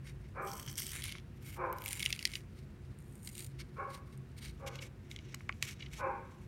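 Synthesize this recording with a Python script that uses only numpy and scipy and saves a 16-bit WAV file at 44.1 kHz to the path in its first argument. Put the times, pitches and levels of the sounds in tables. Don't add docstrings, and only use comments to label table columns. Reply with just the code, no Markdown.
import sys
import numpy as np
from scipy import signal
from scipy.io import wavfile

SR = 44100
rng = np.random.default_rng(int(sys.argv[2]) if len(sys.argv) > 2 else 0)


def inscribe(sig):
    pcm = np.round(np.clip(np.atleast_2d(sig).T, -1, 1) * 32767)
    wavfile.write(sys.argv[1], SR, pcm.astype(np.int16))


N = 285327
TIME = np.arange(N) / SR
FOIL_FROM_HZ = 6500
TEAR_START_S, TEAR_END_S = .4, .93

# frequency in Hz, relative noise density in dB.
AIR_SPECTRUM = [(21, -28.5), (35, 3.5), (151, -8), (360, -21), (720, -33), (2170, -33.5), (2600, -41),
                (9100, -52), (16000, -55.5)]
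# frequency in Hz, width in Hz, level in dB before the low cut.
HUM_BANDS = [(56.7, 13, -55.5), (98.8, 9.9, -60), (132.9, 11, -55), (204.7, 35, -65.5),
             (358.6, 38.4, -66.5)]
# start in seconds, length in seconds, top pitch in Hz, level in dB,
# roughness from 0 to 1, mouth resonance in Hz, its strength in dB.
BARKS = [(0.332, 0.12, 548.8, -41, 0.76, 1020, -17.5), (1.545, 0.16, 540, -38.5, 0.66, 920, -3.5),
         (3.753, 0.085, 551, -40.5, 0.52, 1100, -1.5), (4.578, 0.135, 563.8, -48.5, 0.63, 520, -5.5),
         (5.967, 0.14, 535.8, -37, 0.48, 870, -4.5)]
# frequency in Hz, width in Hz, gain in dB.
BARK_MODES = [(365, 59, 3), (556, 124, -0.5), (799.7, 15, 5.5), (921, 28, -1.5), (1010, 45, 2.5),
              (1166, 198, 0), (1508, 126, -1), (1684, 54, -3), (2330, 174, -4)]
# start in seconds, pitch in Hz, level in dB.
BUMPS = [(0.676, 133, -40.5), (1.06, 89.5, -40)]
# start in seconds, relative level in dB.
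KNOCKS = [(1.152, -46), (5.343, -43.5), (5.407, -51), (5.4937, -31), (5.6262, -42)]
# frequency in Hz, width in Hz, gain in dB.
CONE_MODES = [(700, 400, -4.5), (1110, 63, 10), (1350, 220, 6), (2200, 270, 11.5)]
# start in seconds, relative level in dB.
CREAKS = [(4.788, -44), (5.805, -46), (5.823, -42.5), (5.862, -48.5)]
# frequency in Hz, nominal width in Hz, then gains in dB
WRAPPER_MODES = [(1680, 2300, 3.5, -1.5, -43), (2162, 250, 6.5, 8.5, 23.5), (2894, 230, -18, -5, 16.5),
                 (3140, 690, 12, -2.5, 3.5), (3880, 100, 1, 3, 12.5), (4504, 310, 9.5, -0.5, 8),
                 (5700, 2100, 9, -2.5, -6), (7060, 660, -22, -6.5, -6), (8600, 1300, -4, -8, -5),
                 (9400, 680, 0, -6.5, 9.5), (11560, 1300, 2.5, -11, 11), (14600, 16000, -3, -15.5, -13)]
# start in seconds, paper pitch in Hz, foil pitch in Hz.
GRIPS = [(0, 1940, 8800), (0.401, 5820, 8200), (.76, 5400, 8400), (.92, 1800, 9500), (1.012, 3150, 9600),
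         (1.3, 2330, 12800), (1.87, 2350, 9400), (2.5, 4100, 8700), (4.56, 2420, 7330)]
# time in seconds, relative rustle level in dB, foil sizzle in dB against the rustle.
TEARING_PULL = [(0.419, -82, 18.5), (.485, -58.5, 1.5), (.765, -57, 2), (.785, -42.5, 2), (0.844, -53.5, 2),
                (.96, -50.5, 1.5), (1.008, -51, -1), (1.049, -46.5, -2), (1.201, -63, -12)]
FOLDING_PULL = [(1.762, -70.5, 3.5), (1.86, -57.5, 5), (1.96, -52, 3.5), (2.07, -50, -0.5),
                (2.18, -60.5, -2), (2.359, -57, -0.5), (2.421, -72, -2)]
LIGHT_PULL = [(2.971, -92, 16), (3.224, -90, 24), (3.275, -58, 7.5), (3.325, -70, 9.5), (3.423, -56, 6.5),
              (3.501, -84.5, 13.5)]
PULLS = [TEARING_PULL, FOLDING_PULL, LIGHT_PULL]
# start in seconds, relative level in dB.
SEAM_SPURTS = [(.474, -45.5), (0.516, -44), (.532, -42), (.5965, -47.5), (0.7556, -51), (0.804, -39),
               (0.961, -34), (1.055, -32.5)]
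# middle in seconds, length in seconds,
# relative rustle level in dB, foil sizzle in dB against the rustle.
SLIDES = [(0.082, 0.11, -57.5, -4), (0.255, 0.056, -65.5, -17), (0.686, 0.048, -44.5, -6),
          (1.495, 0.21, -55.5, 1), (3.605, 0.051, -53, -8), (3.946, 0.15, -58, -2),
          (4.094, 0.19, -70, -1.5), (4.383, 0.045, -52.5, -1.5), (4.461, 0.18, -56, -3.5),
          (4.678, 0.039, -44.5, -5), (4.748, 0.16, -58.5, -11), (4.839, 0.11, -52.5, -5),
          (5.122, 0.08, -59.5, -2), (5.24, 0.57, -66, -19), (5.676, 0.16, -44.5, -3.5),
          (5.82, 0.2, -60.5, -29), (5.962, 0.14, -53, -5)]
# time in seconds, body level in dB, bright crack in dB against the body,
# pitch of the paper facet in Hz.
SNAPS = [(0.7801, -44, 5, 5530), (0.8201, -43, -1, 5700), (.867, -46.5, 6, 3220), (0.893, -52, 3, 5470),
         (1.0214, -44, -6, 3230), (1.0397, -40, -1, 3120), (1.123, -41.5, -8.5, 3150),
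         (1.7273, -52.5, 7.5, 2190), (1.86, -38.5, -2, 2170), (1.8878, -49, 7, 2880),
         (1.93, -40, 3.5, 2270), (2.0036, -39.5, -12, 2270), (2.029, -33, -12.5, 3080),
         (2.061, -26, -14, 3000), (2.1043, -38, -8, 2300), (2.127, -29.5, -12, 3000),
         (2.1919, -39.5, -14, 2800), (2.227, -41.5, -7, 4600), (2.2533, -25, -12.5, 4380),
         (2.3363, -41.5, -23, 3000), (2.3547, -35, -18, 2060), (2.988, -72, 12, 2300),
         (3.155, -69, 10.5, 2300), (3.2743, -47, -1, 3720), (3.3522, -54.5, 4.5, 2190),
         (4.176, -70, 9, 2200), (4.7562, -48.5, -10, 2900), (5.114, -45, -13, 3400),
         (5.1624, -44, -19, 3200), (5.189, -49, -38, 3000), (5.3456, -45, -1, 4100),
         (5.4915, -47, -24, 3070), (5.5253, -49, -41, 2230), (5.6258, -30.5, -7.5, 2500)]


def from_db(db):
    return 10 ** (np.asarray(db) / 20)


def unit_rms(x):
    return x / np.sqrt(np.mean(x ** 2) + 1e-20)


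def add(out, start_s, sound):
    i = max(round(start_s * SR), 0)
    out[i:i + len(sound)] += sound[:N - i]


def cut(x, hz, kind, order=2):
    sos = signal.butter(order, np.clip(hz, 10, .45 * SR), kind, fs=SR, output="sos")
    return signal.sosfilt(sos, x + 1e-18)


def resonate(x, hz, width_hz):
    r = np.exp(-np.pi * width_hz / SR)
    feedback = [1, -2 * r * np.cos(2 * np.pi * hz / SR), r * r]
    return signal.lfilter(np.array([1, 0, -1]) * (1 - r * r) / 2, feedback, x + 1e-18)


def resonate_twice(x, hz, width_hz):
    return resonate(resonate(x, hz, width_hz), hz, width_hz)


def drift(rate_hz):
    step, run_in = 40, 2000
    r = np.exp(-2 * np.pi * step * rate_hz / SR)
    slow = signal.lfilter([1], [1, -2 * r, r * r], rng.standard_normal(N // step + run_in + 2))[run_in:]
    return np.interp(np.arange(N) / step, np.arange(len(slow)), unit_rms(slow))


def reverberate(x, t60, wall_hz):
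    t = TIME[:SR]
    reflections = rng.standard_normal(SR) * from_db(-60 * t / t60) * (t > .004)
    tail = cut(reflections, wall_hz, "low", order=1)
    return signal.fftconvolve(x, tail / np.linalg.norm(tail))[:len(x)]


def room_tone(air_db=-49, low_cut_hz=60.8):
    air, edges = 0, 22 * 2 ** np.arange(0, 9.6, .5)
    white = rng.standard_normal((2, N + SR))
    air_hz, density_db = np.transpose(AIR_SPECTRUM)
    for k, band in enumerate(zip(edges, edges[1:])):
        band_db = np.interp(np.mean(np.log(band)), np.log(air_hz), density_db)
        air = air + from_db(band_db) * cut(white[k % 2], band, "band")
    hum = sum(from_db(db) * unit_rms(resonate_twice(rng.standard_normal(N + SR), hz, width_hz))
              for hz, width_hz, db in HUM_BANDS)
    return cut(from_db(air_db) * unit_rms(air) + hum, low_cut_hz, "high", order=4)[SR:]


def dog(sag=.3, jitter=.079, swell=1.73):
    out, t = np.zeros(N), TIME[:SR]
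    wobbles = drift(121)[:len(BARKS) * SR].reshape(-1, SR)
    for (start, length, top_hz, level_db, rough, mouth_hz, mouth_db), wobble in zip(BARKS, wobbles):
        effort = np.sin(np.pi * np.clip(t / length, 0, 1)).clip(0)
        pitch_hz = top_hz * (1 - sag * (1 - effort)) * (1 + jitter * rough * wobble)
        phase = 2 * np.pi * np.cumsum(pitch_hz) / SR
        folds = unit_rms(sum(np.cos(k * phase) for k in range(1, 6)))
        breath = unit_rms(cut(rng.standard_normal(SR) * (1 + np.cos(phase)), 1680, "low"))
        source = unit_rms(effort ** swell * ((1 - rough) * folds + rough * breath))
        source += from_db(mouth_db) * unit_rms(resonate(source, mouth_hz, width_hz=130))
        voice = sum(from_db(db) * resonate(source, hz, width_hz) * (-1) ** k
                    for k, (hz, width_hz, db) in enumerate(BARK_MODES))
        voice = cut(voice, [330, 2600], "band", order=6)
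        bark = voice + reverberate(voice, t60=.6, wall_hz=5030)
        bark_rms = np.sqrt(np.sum(bark ** 2) / (length * SR))
        add(out, start, from_db(level_db) * bark / bark_rms)
    return out


def cone_bumps(swell_s=.011):
    out, t = np.zeros(N), TIME[:SR // 8]
    envelope = t / swell_s * np.exp(1 - t / swell_s)
    for start, hz, level_db in BUMPS:
        add(out, start, from_db(level_db) * envelope * np.sin(2 * np.pi * hz * t))
    return out


def cone_knocks(boost_db=9, fingertip_hz=3300):
    taps = np.zeros(N)
    for start, level_db in KNOCKS:
        taps[round(start * SR)] = from_db(level_db + boost_db)
    ring = sum(from_db(db) * resonate(taps, hz, width_hz) * (-1) ** k
               for k, (hz, width_hz, db) in enumerate(CONE_MODES))
    tocks = cut(ring, fingertip_hz, "low", order=4)
    return tocks * taps.max() / np.abs(tocks).max()


def skin_creaks(slip_hz=555, slip_fade=.56, trim_db=-8):
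    out, k = np.zeros(N), np.arange(5)
    for start, level_db in CREAKS:
        slip_s = (k + rng.uniform(0, .12, len(k))) / (slip_hz * rng.uniform(.92, 1.08))
        slips = np.zeros(SR // 40)
        slips[np.round(slip_s * SR).astype(int)] = (k + 1) * slip_fade ** k * rng.uniform(.7, 1.3, len(k))
        sheet = sum(from_db(db) * resonate(slips, hz, width_hz) for hz, width_hz, _, _, db in WRAPPER_MODES)
        add(out, start, from_db(level_db + trim_db) * unit_rms(cut(sheet, [2400, 4300], "band")))
    return out


def hand_envelopes(hold_db=-79.5, hold_swing_db=2.5, hold_foil_db=-3.5, spurt_decay_s=.0022):
    hold = from_db(hold_db + hold_swing_db * drift(5))
    moves = [(0, hold, hold_foil_db)]
    for times, level_db, foil_db in map(np.transpose, PULLS):
        t = np.arange(times[0], times[-1], 1 / SR)
        moves.append((times[0], from_db(np.interp(t, times, level_db)), np.interp(t, times, foil_db)))
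    tear_times, _, tear_foil_db = np.transpose(TEARING_PULL)
    spurt = np.exp(-TIME[:SR // 40] / spurt_decay_s)
    for start, level_db in SEAM_SPURTS:
        moves.append((start, from_db(level_db) * spurt, np.interp(start, tear_times, tear_foil_db)))
    for middle, length, level_db, foil_db in SLIDES:
        arch = np.sin(np.linspace(0, np.pi, int(length * SR))).clip(0) ** 1.86
        moves.append((middle - length / 2, from_db(level_db) * arch, foil_db))
    paper_power, foil_power = np.zeros((2, N))
    for start, gain, foil_db in moves:
        add(paper_power, start, gain ** 2)
        add(foil_power, start, (gain * from_db(foil_db)) ** 2)
    return 10 * np.log10(paper_power), 10 * np.log10(foil_power / paper_power)


def grains(per_s, spread_db, clump_db):
    born = rng.random(N) < per_s / SR
    size_db = spread_db * np.minimum(rng.exponential(1, N), 4) + clump_db * drift(26)
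    return born * rng.choice([-1, 1], N) * from_db(size_db)


def fibre_breaks(pull_tick_share=.67, slide_tick_share=.046):
    ticks = grains(per_s=380, spread_db=1.8, clump_db=2)
    fine = grains(per_s=5900, spread_db=1, clump_db=4)
    pulling = np.any([(TIME > pull[0][0]) & (TIME < pull[-1][0]) for pull in PULLS], axis=0)
    tick_share = np.where(pulling, pull_tick_share, slide_tick_share)
    return np.sqrt(1 - tick_share) * unit_rms(fine) + np.sqrt(tick_share) * unit_rms(ticks)


def ring_mode(breaks, hz, width_hz):
    return resonate_twice(breaks * rng.standard_normal(len(breaks)), hz, width_hz)


def wrapper_rustle(paper_flap_db=-4, foil_flap_db=-3, flap_width_hz=1580, taut_width_share=.6,
                   colour_db=1, detune=.02, paper_trim_db=1, foil_trim_db=-1):
    level_db, foil_db = hand_envelopes()
    breaks = fibre_breaks()
    paper, foil = [], []
    spans = np.split(np.arange(N), [int(grip[0] * SR) for grip in GRIPS[1:]])
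    for (_, paper_hz, foil_hz), span in zip(GRIPS, spans):
        tearing = TEAR_START_S <= TIME[span].mean() < TEAR_END_S
        slack = np.interp(TIME[span[0]], [TEAR_START_S, TEAR_END_S], [0, 1]) if tearing else 1
        width_share = taut_width_share + (1 - taut_width_share) * slack
        paper_modes, foil_modes = np.zeros((2, len(span)))
        for hz, width_hz, tear_db, flex_db, _ in WRAPPER_MODES:
            mode_db = (tear_db if tearing else flex_db) + slack * colour_db * rng.standard_normal()
            bent_hz = hz * (1 + slack * detune * rng.standard_normal())
            layer = foil_modes if hz > FOIL_FROM_HZ else paper_modes
            layer += from_db(mode_db) * ring_mode(breaks[span], bent_hz, width_hz * width_share)
        paper_flap = from_db(paper_flap_db) * unit_rms(ring_mode(breaks[span], paper_hz, flap_width_hz))
        foil_flap = from_db(foil_flap_db) * unit_rms(ring_mode(breaks[span], foil_hz, flap_width_hz))
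        paper.append(unit_rms(unit_rms(paper_modes) + paper_flap))
        foil.append(unit_rms(unit_rms(foil_modes) + foil_flap))
    paper, foil = np.concatenate(paper), np.concatenate(foil)
    muffled = np.clip(-foil_db / 6, 0, .9)
    foil = (1 - muffled) * foil + muffled * resonate(foil, hz=10000, width_hz=7400)
    return from_db(level_db) * (from_db(paper_trim_db) * paper + from_db(foil_db + foil_trim_db) * foil)


def small_creases(per_pull=22, boost_db=3, spread_db=11, crack_db=-4):
    rows = []
    for times, level_db, foil_db in map(np.transpose, [FOLDING_PULL, LIGHT_PULL]):
        when = times[0] + (times[-1] - times[0]) * (np.arange(per_pull) + rng.random(per_pull)) / per_pull
        body_db = np.interp(when, times, level_db) + boost_db + spread_db * rng.uniform(-1, 1, per_pull)
        facet_hz = rng.uniform(2100, 6000, per_pull)
        rows += zip(when, body_db, np.interp(when, times, foil_db) + crack_db, facet_hz)
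    return rows


def crease_jolt(t, shiver=.11, shiver_s=.0006, rebound=.72, settle=.16, settle_s=.0048):
    jolt = (t == 0) + shiver * rng.standard_normal(len(t)) * np.exp(-np.abs(t) / shiver_s)
    rebound_at = np.searchsorted(t, 0) + int(rng.uniform(.0005, .0014) * SR)
    jolt[rebound_at] -= rebound
    crackles = (rng.random(len(t)) < 2500 / SR) * (t > 0)
    return jolt + settle * crackles * rng.standard_normal(len(t)) * np.exp(-np.abs(t) / settle_s)


def crease_snaps(detune=.03, softness=.34, scatter_db=2.5, paper_facet_db=-3, foil_facet_db=4):
    out = np.zeros(N)
    t = TIME[:SR // 40] - TIME[SR // 1000]
    hz, width_hz, _, _, mode_db = np.transpose(WRAPPER_MODES)
    for when, body_db, crack_db, facet_hz in SNAPS + small_creases():
        foil_hz = [grip_hz for since, _, grip_hz in GRIPS if since <= when][-1]
        jolt = crease_jolt(t)
        pitch_scatter, gain_scatter = rng.standard_normal((2, len(hz)))
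        bent_hz = hz * (1 + detune * pitch_scatter)
        rings = np.array([resonate(jolt, f, width) for f, width in zip(bent_hz, width_hz)])
        tilt_db = softness * min(crack_db, 0) * np.log2(hz / hz[0])
        rings *= from_db(mode_db + tilt_db + scatter_db * gain_scatter)[:, None]
        paper_facet = from_db(paper_facet_db) * unit_rms(resonate(jolt, facet_hz, width_hz=550))
        foil_facet = from_db(foil_facet_db) * unit_rms(resonate_twice(jolt, foil_hz, width_hz=2900))
        body = cut(unit_rms(rings[hz < FOIL_FROM_HZ].sum(0)) + paper_facet, [2100, 7000], "band", order=4)
        crack = cut(unit_rms(rings[hz >= FOIL_FROM_HZ].sum(0)) + foil_facet, FOIL_FROM_HZ, "high")
        for layer, level_db in (body, body_db), (crack, body_db + crack_db):
            attack_rms = np.sqrt(np.mean(layer[:SR // 250] ** 2))
            add(out, when + t[0], from_db(level_db) * layer / attack_rms)
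    return out


def scene(room_db=-23):
    wrapper = wrapper_rustle() + crease_snaps() + cone_knocks() + skin_creaks() + cone_bumps()
    room = from_db(room_db) * reverberate(wrapper, t60=.12, wall_hz=4940)
    return (wrapper + room + dog() + room_tone())[None]


def record(dry, cutoff_hz=16000):
    return signal.sosfilt(signal.ellip(10, .1, 70, cutoff_hz, fs=SR, output="sos"), dry)


dry = scene()
out = record(dry)
inscribe(out)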